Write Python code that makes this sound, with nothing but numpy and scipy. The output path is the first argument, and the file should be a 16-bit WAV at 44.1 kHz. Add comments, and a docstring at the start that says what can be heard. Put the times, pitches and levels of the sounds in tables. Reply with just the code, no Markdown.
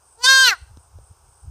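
"""In tall grass, a fawn close to the microphone gives one nasal, harsh bleat.
Vocal-fold pulses ring through throat and mouth: the pitch rises, holds and sags while the mouth
opens and shuts, and uneven cycles and turbulent rasp turn the voice hoarse as it falls.
The plants return a faint echo. Stalks tick twice, low bumps rumble on the microphone,
and insects hiss in the distance over faint air noise."""
import sys
import numpy as np
from scipy import signal
from scipy.fft import rfft, irfft, next_fast_len
from scipy.io import wavfile
from scipy.ndimage import uniform_filter1d, map_coordinates

SR = 44100
rng = np.random.default_rng(int(sys.argv[2]) if len(sys.argv) > 2 else 0)


def log_audio(samples):
    """Write samples as a 16-bit WAV file to the path given in sys.argv[1]."""
    # one column per channel
    frames = np.atleast_2d(samples).T
    # limit to full scale, then quantise
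    limited = np.clip(frames, -1, 1)
    pcm = np.round(limited * 32767).astype(np.int16)
    wavfile.write(sys.argv[1], SR, pcm)


N = 66150
T = np.arange(N) / SR

# Vocal folds. Each row: time in seconds, pitch in Hz.
PITCH_HZ = [(.18, 450), (.205, 468), (.22, 495), (.243, 500), (.268, 519), (.285, 532), (.33, 533),
            (.38, 528.5), (.42, 527.5), (.44, 520), (.47, 494), (.483, 476), (.505, 428), (.525, 387),
            (.56, 308)]
# Bleat envelope. Each row: time in seconds, level in dB.
BLEAT_DB = [(.18, -57.5), (.2, -48), (0.22, -40.5), (0.23, -32.5), (.243, -13.5), (.262, -13),
            (0.277, -11.5), (0.289, -9), (.35, -11), (.44, -11), (.468, -13), (0.487, -11), (0.508, -19),
            (.514, -19), (0.531, -18.5), (.55, -38.5), (.57, -63.5)]
# Hoarseness. Each row: time in seconds, cycle scatter in % of a period, rasp in dB re the voice.
HOARSENESS = [(.19, 1, -10), (.225, .8, -11), (.24, .35, -23), (.255, .4, -21), (.272, .55, -18),
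              (.292, .1, -36), (.33, .04, -46), (.395, .04, -44), (.435, .15, -32), (.46, .9, -13),
              (.472, 1, -13), (.488, .45, -19), (.508, .7, -13), (.522, .7, -27), (.56, .8, -23)]
# Throat and mouth in four postures. Each row: frequency in Hz, relative gain in dB.
OPENING_DB = [(500, -19.5), (1000, -3.5), (1520, -10.5), (2020, -13), (2530, -14), (3030, -10.5),
              (4050, -12), (4550, 1), (5400, -7.5), (6100, -6), (7100, -15.5), (9600, -13), (10600, -29.5),
              (11700, -25.5), (12500, -34.5), (15500, -41.5)]
WIDE_DB = [(520, -32.5), (1060, -15), (1500, 1.5), (1620, 0), (2100, -32), (2650, -26), (3180, -11.5),
           (4240, -15), (4770, -10), (5830, -23), (6360, -14), (6900, -17.5), (7420, -36), (8000, -13.5),
           (9100, -25), (9600, -37), (12400, -34.5), (14400, -39.5), (15000, -57.5)]
CLOSING_DB = [(460, -22), (930, -14), (1430, -0.5), (1850, -5), (2300, -9.5), (2800, -12), (3600, -13.5),
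              (4150, 1), (4500, -7), (5100, -20.5), (5950, -5), (6600, -23), (7600, -19.5), (8100, -37),
              (9000, -25), (10500, -35), (13000, -25), (15000, -31.5)]
SHUT_DB = [(380, -19.5), (760, -3.5), (1130, -1), (1600, 1), (2400, -11), (3100, -21.5), (4200, -17.5),
           (5500, -16.5), (7500, -31), (10500, -37.5), (13200, -28.5), (15000, -44.5)]
# Mouth motion. Each row: time in seconds, posture (0 opening, 1 wide, 2 closing, 3 and up shut).
POSTURE = [(.25, 0), (.268, 0.7), (.288, 1.34), (.32, 1.5), (.42, 1), (.462, 1.54), (.487, 2), (.507, 2),
           (.521, 3.5)]
# Mouth resonance, falling as the lips close. Each row: time in seconds, centre in Hz, boost in dB.
LIP_SWEEP = [(.245, 3500, 0), (.272, 3640, 10), (.32, 3700, 2.5), (.42, 3350, 2.5), (.46, 3050, 10),
             (.483, 2870, 10), (.495, 2680, 12), (.505, 2400, 10.5), (.515, 1980, 14.5), (.525, 1700, 12),
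             (.535, 1450, 11), (.55, 1330, 11)]
# Stalk ticks. Each row: start in seconds, snap level in dB, thud level in dB, thud pitch in Hz.
STALK_TICKS = [(.772, -44.5, -32.5, 237), (.987, -58, -37, 540)]
# Microphone rumble and insect chorus envelopes. Each row: time in seconds, level in dB.
RUMBLE_DB = [(0, -67), (.17, -65.5), (.22, -57), (.26, -59), (.28, -64.5), (.35, -67.5), (.416, -49.5),
             (.496, -53), (.522, -58.5), (.59, -55.5), (.634, -38), (.664, -56), (.734, -40.5), (.76, -52),
             (.78, -39), (.82, -61.5), (.93, -55), (.957, -38), (1.0, -48), (1.035, -45), (1.06, -64),
             (1.09, -60), (1.113, -40.5), (1.145, -66), (1.27, -53), (1.34, -62), (1.41, -63),
             (1.45, -37.5), (1.5, -34.5)]
INSECTS_DB = [(0, -68.5), (.06, -58.5), (.13, -54), (.17, -62.5), (.6, -60.5), (.75, -66), (.83, -58.5),
              (.92, -68), (1.0, -66.5), (1.04, -59.5), (1.09, -58.5), (1.14, -66), (1.24, -65),
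              (1.32, -60.5), (1.42, -61.5), (1.5, -66.5)]
# Noise spectra of throat rasp, plant echo, stalk snap, rumble, insects and distant air.
# Each row: frequency in Hz, relative density in dB.
RASP_SPECTRUM = [(250, -61.5), (600, -32), (900, -18.5), (1500, -14), (2300, -22), (3400, -14), (4400, 2.5),
                 (6000, -1.5), (7400, -0.5), (8200, -9), (9300, -9.5), (10500, -22), (13000, -11),
                 (15000, -17)]
ECHO_SPECTRUM = [(300, -6), (1500, -0.5), (2700, -1), (4000, -0.5), (9000, -3.5), (15000, -11)]
SNAP_SPECTRUM = [(300, -13), (1400, 4), (2400, -18), (3800, 3), (4600, -20), (5600, 2), (8000, -11.5),
                 (15000, -26)]
RUMBLE_SPECTRUM = [(15, -45.5), (25, -26.5), (45, -4.5), (70, 0.5), (95, -5.5), (125, -12.5), (170, -31.5),
                   (300, -45.5), (600, -80.5)]
INSECT_SPECTRUM = [(6500, -49.5), (7700, -12), (8200, -2.5), (8700, -2), (9100, -4), (9700, -18.5),
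                   (11000, -52)]
AIR_SPECTRUM = [(100, -23.5), (250, -15), (400, -4.5), (600, -6.5), (830, 1.5), (1050, -1.5), (1500, -7),
                (1900, -21), (2600, -16.5), (4300, -21), (5200, -9.5), (5700, -13.5), (6300, -10),
                (7200, -16.5), (9500, -14), (11000, -27), (13500, -20.5), (15000, -24)]

RASP_PULSING, SHIMMER_DB_PER_PERCENT, FADE_S = 0.85, 1.05, .012
FULL_CLOSURE_S, SOFT_ONSET_S, SOFT_DB_PER_OCTAVE = .229, 0.028, -12.5
WAVER_DB, WAVER_DB_PER_PERCENT, WAVER_PER_S = 1.5, 3, 55
SWEEP_WIDTH_HZ, ROUGH_ABOVE_HZ, PULSE_SMEAR_S_PER_HZ = 260, 3800, 4e-8


def bleat():
    """Vocal pulses, clean in the hold and unsteady at both ends, with a puff of rasp in every cycle."""
    (pitch_hz,), (level_db,) = curves(PITCH_HZ), curves(BLEAT_DB)
    scatter_percent, rasp_db = curves(HOARSENESS)
    inside_s = np.minimum(T - BLEAT_DB[0][0], BLEAT_DB[-1][0] - T)
    gate = np.clip(inside_s / FADE_S + 1, 0, 1)
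    cycles = np.cumsum(pitch_hz) / SR
    voice = vocal_folds(cycles, pitch_hz, scatter_percent, gate > 0)
    shimmer = amp(SHIMMER_DB_PER_PERCENT * scatter_percent * wander(cycles))
    puffs = unit(1 + RASP_PULSING * np.cos(2 * np.pi * cycles - np.pi / 4))
    rasp = amp(rasp_db) * puffs * noise(RASP_SPECTRUM)
    return gate * amp(level_db) * (voice * shimmer + rasp)


def vocal_folds(cycles, pitch_hz, scatter_percent, on, harmonics=44):
    """Harmonics of the pulses, shaped by the mouth; unsteady timing smears the upper ones."""
    k = np.arange(1, harmonics + 1)[:, None]
    hz = k * pitch_hz[on]
    roughness = np.minimum(hz / ROUGH_ABOVE_HZ, 1)
    slip_cycles = (scatter_percent / 100 * wander(cycles))[on] * roughness
    # Dark onset until the folds close fully.
    softness = np.clip((FULL_CLOSURE_S - T[on]) / SOFT_ONSET_S, 0, 1)
    soft_db = SOFT_DB_PER_OCTAVE * np.log2(k) * softness
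    # Each upper overtone wavers by itself, more when hoarse.
    depth_db = (WAVER_DB + WAVER_DB_PER_PERCENT * scatter_percent[on]) * roughness ** 2
    waver_db = depth_db * np.array([wander(T[on] * WAVER_PER_S) for _ in k])
    gain = vocal_tract(hz, on) * amp(soft_db + waver_db) * (hz < SR / 2)
    rms = np.sqrt((abs(gain) ** 2).sum(0) / 2)
    # The smear spreads each pulse in time, softening its peak.
    phase_cycles = k * (cycles[on] + slip_cycles) - PULSE_SMEAR_S_PER_HZ * hz ** 2 / 2
    voice = np.zeros(N)
    voice[on] = -np.real(gain * np.exp(2j * np.pi * phase_cycles)).sum(0) / rms
    return voice


def vocal_tract(hz, on):
    """Complex gain of throat and mouth: blended postures and a resonance that falls as the lips close."""
    posture = np.clip(curves(POSTURE)[0][on], 0, 3)
    log_gain = 0
    for i, shape in enumerate([OPENING_DB, WIDE_DB, CLOSING_DB, SHUT_DB]):
        weight = np.clip(1 - abs(posture - i), 0, 1)
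        log_gain += weight * resonator_log_gain(shape, hz)
    centre_hz, boost_db = (c[on] for c in curves(LIP_SWEEP))
    sweep_db = boost_db * np.exp(-.5 * ((hz - centre_hz) / SWEEP_WIDTH_HZ) ** 2)
    return np.exp(log_gain) * amp(sweep_db)


def plant_echo(call, level_db=-32, t60_s=0.42, delay_s=.006):
    """The vegetation returns a faint, short tail."""
    tail = noise(ECHO_SPECTRUM) * amp(-60 * T / t60_s) * (T > delay_s)
    return amp(level_db) * signal.fftconvolve(call, tail / np.linalg.norm(tail))[:N]


def stalk_ticks(snap_t60_s=0.011, thud_t60_s=0.012):
    """Each stalk gives a dry snap and a dull thud."""
    out = np.zeros(N)
    for start_s, snap_db, thud_db, thud_hz in STALK_TICKS:
        age_s = np.maximum(T - start_s, 0)
        out += (T >= start_s) * amp(snap_db - 60 * age_s / snap_t60_s) * noise(SNAP_SPECTRUM)
        out += amp(thud_db - 60 * age_s / thud_t60_s) * np.sin(2 * np.pi * thud_hz * age_s)
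    return out


def microphone_rumble():
    """Soft bumps on the microphone: low noise, levelled over 50 ms, then enveloped."""
    low = noise(RUMBLE_SPECTRUM)
    running_rms = np.sqrt(abs(uniform_filter1d(low ** 2, size=2205)) + 1e-6)
    return amp(curves(RUMBLE_DB)[0]) * low / running_rms


def insects(flutter_db=2, flutter_per_s=210):
    """A far chorus: a narrow, high hiss that swells and flutters."""
    level_db = curves(INSECTS_DB)[0] + flutter_db * wander(T * flutter_per_s)
    return amp(level_db) * noise(INSECT_SPECTRUM)


def distant_air(level_db=-60.5):
    """Steady, faint broadband noise."""
    return amp(level_db) * noise(AIR_SPECTRUM)


def amp(db):
    """Decibels to gain."""
    return 10 ** (np.asarray(db) / 20)


def unit(x):
    """Scaled to rms 1."""
    return x / np.sqrt(np.mean(x ** 2) + 1e-20)


def gain_at(spectrum, hz):
    """Gain of a dB spectrum, interpolated on a log frequency axis."""
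    knots_hz, db = np.transpose(spectrum)
    return amp(np.interp(np.log(hz + 1), np.log(knots_hz + 1), db))


def curves(rows):
    """One value per sample for each column after the time."""
    times_s, *columns = np.transpose(rows)
    return [np.interp(T, times_s, c) for c in columns]


def wander(position):
    """A smooth random curve with one knot per whole step of position."""
    return map_coordinates(rng.standard_normal(N // 10), [position], mode="mirror")


def filtered(x, response):
    """x through a frequency response."""
    size = next_fast_len(N + SR // 2)
    return irfft(rfft(x, size) * response(np.fft.rfftfreq(size, 1 / SR)), size)[:N]


def noise(spectrum):
    """Coloured noise of rms 1."""
    return unit(filtered(rng.standard_normal(N), lambda hz: gain_at(spectrum, hz)))


def resonator_log_gain(spectrum, hz, size=2048):
    """Complex log gain at hz of a minimum-phase resonator with this spectrum."""
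    grid_hz = np.fft.rfftfreq(size, 1 / SR)
    cepstrum = irfft(np.log(gain_at(spectrum, grid_hz)))
    cepstrum[1:size // 2] *= 2
    cepstrum[size // 2 + 1:] = 0
    return np.interp(hz, grid_hz, rfft(cepstrum))


def scene():
    """The fawn in front of the meadow's background, mono."""
    call = bleat()
    return (call + plant_echo(call) + distant_air() + insects() + microphone_rumble() + stalk_ticks())[None]


def record(dry):
    """Hard limit at full scale, then a brick-wall low-pass."""
    top_hz = 15350
    return filtered(np.clip(dry[0], -1, 1), lambda hz: hz < top_hz)[None]


dry = scene()
out = record(dry)
log_audio(out)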